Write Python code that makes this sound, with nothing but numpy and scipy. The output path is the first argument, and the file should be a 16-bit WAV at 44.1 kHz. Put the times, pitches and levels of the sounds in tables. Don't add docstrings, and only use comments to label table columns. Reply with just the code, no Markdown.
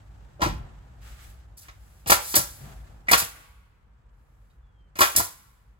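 import sys
import numpy as np
from scipy import signal
from scipy.fft import rfft, irfft, next_fast_len
from scipy.io import wavfile

SR = 44100
rng = np.random.default_rng(int(sys.argv[2]) if len(sys.argv) > 2 else 0)


def inscribe(sig):
    pcm = np.round(np.clip(np.atleast_2d(sig).T, -1, 1) * 32767)
    wavfile.write(sys.argv[1], SR, pcm.astype(np.int16))


N = 255669


def from_db(db):
    return 10 ** (np.asarray(db) / 20)


def rms_one(x):
    return x / np.sqrt(np.mean(x ** 2) + 1e-20)


def in_time(rows):
    s, *columns = np.transpose(rows)
    return [np.interp(np.arange(N) / SR, s, c) for c in columns]


def at_hz(points, hz):
    table_hz, values = np.array(points).T
    return np.interp(np.log(hz + 1), np.log(table_hz + 1), values)


def drift(rate_hz):
    step = 40
    r = np.exp(-2 * np.pi * rate_hz * step / SR)
    settle = 2000
    raw = rng.standard_normal(N // step + settle + 2)
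    slow = signal.lfilter([1], [1, -2 * r, r * r], raw)[settle:]
    return np.interp(np.arange(N) / step, np.arange(len(slow)), rms_one(slow))


# frequency in Hz, correlation of the sides (1 = alike).
SIDE_LIKENESS = [(60, 0.96), (130, 0.83), (290, 0.5), (640, 0.059), (5000, 0), (15000, 1)]


def noise(spectrum, channels=1):
    size = next_fast_len(N)
    hz = np.fft.rfftfreq(size, 1 / SR)
    mid, side = rfft(rng.standard_normal((2, size))) * from_db(at_hz(spectrum, hz))
    if channels == 1:
        return rms_one(irfft(mid, size)[:N])
    alike = np.clip(at_hz(SIDE_LIKENESS, hz), -1, 1)
    left_right = np.sqrt(1 + alike) * mid + np.sqrt(1 - alike) * side * [[1], [-1]]
    return rms_one(irfft(left_right, size)[:, :N])


def envelope(events):
    power = np.zeros(N)
    for s, level_db, rise, hold, t60 in events:
        i, t60 = round(s * SR), max(t60, .004)
        t = np.arange(min(N - i, round((hold + 2 * t60) * SR))) / SR
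        fall_db = -60 * np.maximum(t - hold, 0) / t60
        gain = from_db(level_db + fall_db) * (1 - np.exp(-t / rise))
        power[i:i + len(t)] += gain ** 2
    return np.sqrt(power)


def body(modes, force):
    out = np.zeros(N)
    for (hz, level_db, t60), push in zip(modes, force):
        r, w = from_db(-60 / (t60 * SR)), 2 * np.pi * hz / SR
        ringing = signal.lfilter([0, np.sin(w)], [1, -2 * r * np.cos(w), r * r], push + 1e-18)
        out += from_db(level_db) * ringing
    return out


# time in seconds, swing in dB before a layer takes its own share.
BACKGROUND_SWING = [(0, 0.5), (.8, 0.5), (1.3, 0.5), (1.6, -3.5), (2.3, -3), (2.9, 2.86), (3.4, -8),
                    (3.8, -11), (4.3, -8), (5.8, -11)]


def bed(start_db, share):
    return from_db(start_db + share * in_time(BACKGROUND_SWING)[0])


# start in seconds, length in seconds, dull rub in dB,
# rustle in dB, high hiss in dB.
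STIRRINGS = [(.5, 0.15, -53, -66, -91), (1.0, 0.097, -66, -50, -55), (1.15, 0.096, -70, -51.5, -54.5),
             (1.6, 0.059, -65, -54, -62.5), (1.72, 0.29, -71.5, -68, -66), (2.55, 0.16, -52, -53.5, -68.5),
             (3.3, 0.086, -55.5, -53, -77), (4.08, .45, -92, -91, -81.5)]
STIR_RISE_S, STIR_T60_S = 0.082, 0.44


def stirred(level_db):
    return envelope((s, db, STIR_RISE_S, length, STIR_T60_S)
                    for (s, length, *_), db in zip(STIRRINGS, level_db))


# frequency in Hz, relative density in dB per Hz.
LOW_SPECTRUM = [(15, -51), (25, -22.5), (35, -5.5), (50, 5.5), (62, 2.5), (80, -12), (100, -5.5),
                (125, -21.5), (200, -81.5)]
LOW_MID_SPECTRUM = [(53, -34), (90, -22), (124, 1), (237, -15.5), (371, -21.5), (400, -23.5), (520, -51),
                    (880, -120)]
# start in seconds, level in dB of the low bed, level in dB of the
FRAME_BUMPS = [(.44, -28.5, -32.5), (2.602, -42, -43.5)]
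BUMP_RISE_S, BUMP_HOLD_S, BUMP_T60_S = 0.014, 0.023, 0.71
LOW_BED, LOW_MID_BED = (-46.5, .9), (-59.5, 0.77)


def rumble():
    out = np.zeros((2, N))
    for column, (spectrum, level) in enumerate([(LOW_SPECTRUM, LOW_BED), (LOW_MID_SPECTRUM, LOW_MID_BED)]):
        bumps = envelope((s, db[column], BUMP_RISE_S, BUMP_HOLD_S, BUMP_T60_S) for s, *db in FRAME_BUMPS)
        steady = bed(*level) * from_db(0.74 * drift(3))
        out += np.hypot(steady, bumps) * noise(spectrum, channels=2)
    return out


# frequency in Hz, relative density in dB per Hz.
RUB_SPECTRUM = [(150, -31), (250, -5.5), (312, -5.5), (357, -5.5), (517, -4.5), (815, -0.5), (1000, -7.5),
                (1800, -11), (2340, -39), (3960, -120)]
RUB_BED = (-63.5, 1.3)


def wood_rub(stir_db):
    level = np.hypot(bed(*RUB_BED), stirred(stir_db))
    return level * from_db(0.77 * drift(25)) * noise(RUB_SPECTRUM, channels=2)


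# frequency in Hz, relative density in dB per Hz.
RUSTLE_SPECTRUM = [(710, -34), (1200, 1.5), (2930, -4), (3410, -5.5), (5380, -10.5), (8270, -10.5),
                   (9000, -28.5), (11700, -45.5), (19800, -120)]
RUSTLE_BED = (-69, 1.3)


def rustle(stir_db):
    level = np.hypot(bed(*RUSTLE_BED), stirred(stir_db))
    return level * from_db(1.8 * drift(30)) * noise(RUSTLE_SPECTRUM, channels=2)


# frequency in Hz, relative density in dB per Hz.
OUTDOOR_SPECTRUM = [(120, -32.5), (200, 2), (274, -25.5), (300, -20), (476, -1.5), (676, -13.5),
                    (909, -3.5), (1360, -5.5), (3310, -22.5), (4700, -43), (16500, -41)]
FAR_DB = -71.5


def outdoors():
    return from_db(FAR_DB) * noise(OUTDOOR_SPECTRUM, channels=2)


# start in seconds, level in dB, hold in seconds, t60 in seconds.
AIR_BURSTS = [(0.417, -37.5, 0.022, 0.24), (1.295, -69, 0.0096, 0.15), (1.569, -50.5, 0.045, 0.24),
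              (2.071, -31, 0.028, 0.13), (2.1, -16, 0.0089, 0.078), (2.118, -16.5, .0078, 0.17),
              (2.353, -14.5, 0.012, 0.16), (3.087, -35, 0.022, 0.11), (3.114, -15, 0.0062, 0.05),
              (3.130, -21, 0.013, 0.13), (3.173, -22, .024, .19), (4.959, -49, 0.03, 0.22),
              (4.987, -25.5, .01, 0.13), (5.005, -20, 0.008, 0.3), (5.161, -16.5, 0.0101, 0.22)]
BURST_RISE_SHARE = .07
# shot in seconds, release in seconds, leak level in dB.
TRIGGER_HOLDS = [(2.18, 2.33, -31.5), (3.14, 3.204, -42), (5.04, 5.24, -46)]
LEAK_BUILD_S, LEAK_BLEED_T60_S = 0.11, 0.7
# frequency in Hz, relative density in dB per Hz.
AIR_SPECTRUM = [(900, -27.5), (1500, -8.5), (2700, -17.5), (3700, -7.5), (5200, -5), (7500, -2),
                (11200, 1.5), (15100, -2), (17000, -14.5)]
HISS_BED = (-80.5, 1.5)


def air(stir_db):
    s, level_db, hold, t60 = np.transpose(AIR_BURSTS)
    bursts = envelope(zip(s, level_db, BURST_RISE_SHARE * hold, hold, t60))
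    jets = bursts * from_db(1.8 * drift(79))
    leak = envelope((shot, db, LEAK_BUILD_S, release - shot, LEAK_BLEED_T60_S)
                    for shot, release, db in TRIGGER_HOLDS)
    hiss = np.hypot(bed(*HISS_BED), stirred(stir_db))
    return (jets + leak + hiss) * noise(AIR_SPECTRUM)


# start in seconds, ring drive in dB, ring centre in Hz, ring focus in
# dB per octave, crack level in dB, thud drive in dB, crack t60 in seconds (the rattle takes half).
TOOL_BLOWS = [(.394, -48.5, 614, 25, -65, -64, 0.13), (.405, -44.5, 900, 25.5, -43, -48, 0.12),
              (.416, -27.5, 944, 25.5, -25.5, -27, .26), (.458, -32.5, 390, 18.5, -37.5, -27, .09),
              (1.683, -62, 2180, 8, -48.5, -53, .13), (2.06, -56, 820, 7, -40, -34, .6),
              (2.097, -34, 600, 5.5, -16.5, -27, .081), (2.118, -26, 1297, 12.5, -14, -35, .093),
              (2.341, -40, 700, 6, -23.5, -37.5, .1), (2.366, -38.5, 803, 5.5, -28, -29, .09),
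              (2.39, -42.5, 954, 9.5, -36, -33.5, .1), (3.07, -61.5, 2050, 12.5, -54.5, -54.5, .11),
              (3.083, -30, 2020, 24, -36, -50.5, .021), (3.091, -32.5, 2080, 26.5, -38, -36.5, .12),
              (3.112, -33, 800, 10, -20, -33.5, .16), (3.129, -25.5, 1310, 17, -9.5, -32, .05),
              (3.135, -37, 1229, 2, -17.5, -41.5, .11), (3.140, -43, 2060, 22.5, -22, -43, .092),
              (3.218, -45, 970, 26.5, -32.5, -36, .079), (4.498, -76, 3500, 20, -77.5, -67.5, .2),
              (4.804, -76, 414.5, 19.5, -82, -59.5, .098), (4.955, -62, 1222, 6, -45, -46, .36),
              (4.990, -37, 2080, 3.5, -25.5, -42, .053), (5.005, -24.5, 1100, 33.5, -21.5, -36, .1),
              (5.014, -31.5, 1114, 10, -14, -46.5, .15), (5.15, -46, 580, 13.5, -33, -36, .047),
              (5.174, -45.5, 614, 1, -33.5, -30.5, .087), (5.196, -38, 930, 9, -33.5, -34.5, .13)]
# frequency in Hz, level in dB, t60 in seconds.
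BOARD_MODES = [(363, -7.5, 0.076), (474.5, 0, 0.043), (580, 0.5, 0.032), (700, -6, 0.052), (850, -6, 0.11),
               (997.4, 2, 0.038), (1102, -3.5, 0.058), (1155, -9, 0.053), (1281, -15.5, 0.073),
               (1288, 2, 0.026), (1345, -13, 0.24), (1414, -10, 0.15), (1590, -7.5, 0.034),
               (1620, -8.5, 0.027), (1993, 0.5, .03), (2214, 2.5, .03), (3020, -7, .04), (3820, -6.5, 0.05),
               (4590, -10, 0.019)]
# frequency in Hz, level in dB, t60 in seconds.
FRAME_MODES = [(65, -2, 0.28), (96.6, -1.5, .2), (120.37, -0.5, .1), (173, 1, 0.11), (293.8, -3.5, 0.058)]
# frequency in Hz, relative density in dB per Hz.
CRACK_SPECTRUM = [(120, -30), (300, -15), (700, 0), (1400, 1), (2100, 1.1), (3700, -4), (5800, -6.5),
                  (8400, -12.5), (11000, -43)]
SNAP_SPECTRUM = [(200, -19.5), (1000, -1.5), (4000, -2.5), (16000, -8.5)]
BLOW_RISE_S, SOFT_RISE_S = .0003, .00006
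FIRST_CONTACT = 2.6
SNAP_DB, SNAP_T60_S, SNAP_LOSS = 3, 0.0054, .4


def blows():
    s, ring_db, centre_hz, focus, crack_db, thud_db, t60 = np.transpose(TOOL_BLOWS)
    rise = BLOW_RISE_S + SOFT_RISE_S * focus

    shape = (len(BOARD_MODES), N)
    contacts = (rng.random(shape) < 6000 / SR) * rng.standard_normal(shape)
    opening = FIRST_CONTACT * rng.uniform(0.23, 2.3, (len(s), len(BOARD_MODES))).T
    contacts[:, np.round((s + rise) * SR).astype(int)] = opening
    rattle = []
    for hz, *_ in BOARD_MODES:
        near_db = -focus * np.abs(np.log2(hz / centre_hz))
        rattle.append(envelope(zip(s, ring_db + near_db, rise, 2 * rise, t60 * .5)))
    ring = body(BOARD_MODES, contacts * rattle)

    crack = envelope(zip(s, crack_db, rise, 2 * rise, t60)) * noise(CRACK_SPECTRUM)
    snap_db = crack_db + SNAP_DB - SNAP_LOSS * focus
    snap = envelope((at, db, .0002, .0005, SNAP_T60_S) for at, db in zip(s, snap_db)) * noise(SNAP_SPECTRUM)

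    push = np.zeros((len(FRAME_MODES), N))
    strength = from_db(thud_db[:, None]) * rng.normal(1, .25, (len(s), len(FRAME_MODES)))
    push[:, np.round(s * SR).astype(int)] = strength.T
    push[1::2] *= -1
    soft_push = signal.lfilter([.02], [1, -.98], push)
    return ring + crack + snap + body(FRAME_MODES, soft_push)


# time in seconds, mean pitch in Hz, mean level in dB.
BIRD_WHISTLE = [(4.6, 3500, -90), (4.68, 3380, -86), (4.75, 3270, -84), (4.8, 3190, -80), (4.86, 3100, -83),
                (4.92, 3000, -85)]


def whistle():
    hz, level_db = in_time(BIRD_WHISTLE)
    t = np.arange(N) / SR
    fade_s = 0.032
    on = np.clip(np.minimum(t - BIRD_WHISTLE[0][0], BIRD_WHISTLE[-1][0] - t) / fade_s, 0, 1)
    gain = np.sqrt(2) * on * from_db(level_db + 3.5 * drift(26))
    phase = 2 * np.pi * np.cumsum(hz + 14 * drift(29)) / SR
    return gain * np.sin(phase)


def band_pass(x, edges_hz):
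    return signal.sosfilt(signal.butter(2, edges_hz, "band", fs=SR, output="sos"), x)


# frequency in Hz, t60 in seconds.
PORCH_DECAY = [(300, 0.37), (1000, 0.31), (4000, 0.37), (12000, 0.033)]
YARD_BAND_HZ = [900, 3600]
PORCH_DB, EAVES_DB, YARD_DB = -12, -6, -33.5
EAVES_T60_S, YARD_T60_S = 0.028, 1.13


def porch(x):
    t = np.arange(SR) / SR
    walls = np.zeros((2, SR))
    for low in 240 * 2. ** np.arange(6):
        band = band_pass(rng.standard_normal((2, SR)), [low, 2 * low])
        walls += band * from_db(-60 * t / at_hz(PORCH_DECAY, np.sqrt(2) * low))
    walls *= np.clip((t - .006) / 0.0028, 0, 1)
    eaves = rng.standard_normal((2, SR)) * from_db(-60 * t / EAVES_T60_S) * np.clip(t / .0008, 0, 1)
    eaves = band_pass(eaves, [250, 7000])
    yard = rng.standard_normal((2, SR)) * from_db(-60 * t / YARD_T60_S) * np.clip(t / 0.087, 0, 1)
    yard = band_pass(yard, YARD_BAND_HZ)
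    echoes = from_db(YARD_DB) * rms_one(yard)
    echoes += from_db(PORCH_DB) * rms_one(walls)
    echoes += from_db(EAVES_DB) * rms_one(eaves)
    echoes /= np.sqrt(SR)
    return signal.fftconvolve(x[None], echoes, axes=1)[:, :N]


def delayed(x, lag_s):
    size = next_fast_len(N + 64)
    hz = np.fft.rfftfreq(size, 1 / SR)
    return irfft(rfft(x, size) * np.exp(-2j * np.pi * hz * lag_s), size)[:N]


BOARD_LEFT_LAG_S, AIR_LEFT_LAG_S = 0.00027, 0.0002635


def scene():
    rub_db, rustle_db, hiss_db = np.transpose(STIRRINGS)[2:]
    background = rumble() + wood_rub(rub_db) + rustle(rustle_db) + outdoors()
    jets, knocks = air(hiss_db), blows()
    right = knocks + jets
    left = delayed(knocks, BOARD_LEFT_LAG_S) + delayed(jets, AIR_LEFT_LAG_S)
    return np.array([left, right]) + porch(right) + background + whistle()


def record(dry):
    bass_cut_hz, top_cut_hz = 42, 16700
    x = signal.sosfilt(signal.butter(2, bass_cut_hz, "high", fs=SR, output="sos"), dry)
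    rounded = 1.2 * np.tanh(x / 1.2)
    return signal.sosfilt(signal.cheby2(20, 70, top_cut_hz, fs=SR, output="sos"), rounded)


dry = scene()
out = record(dry)
inscribe(out)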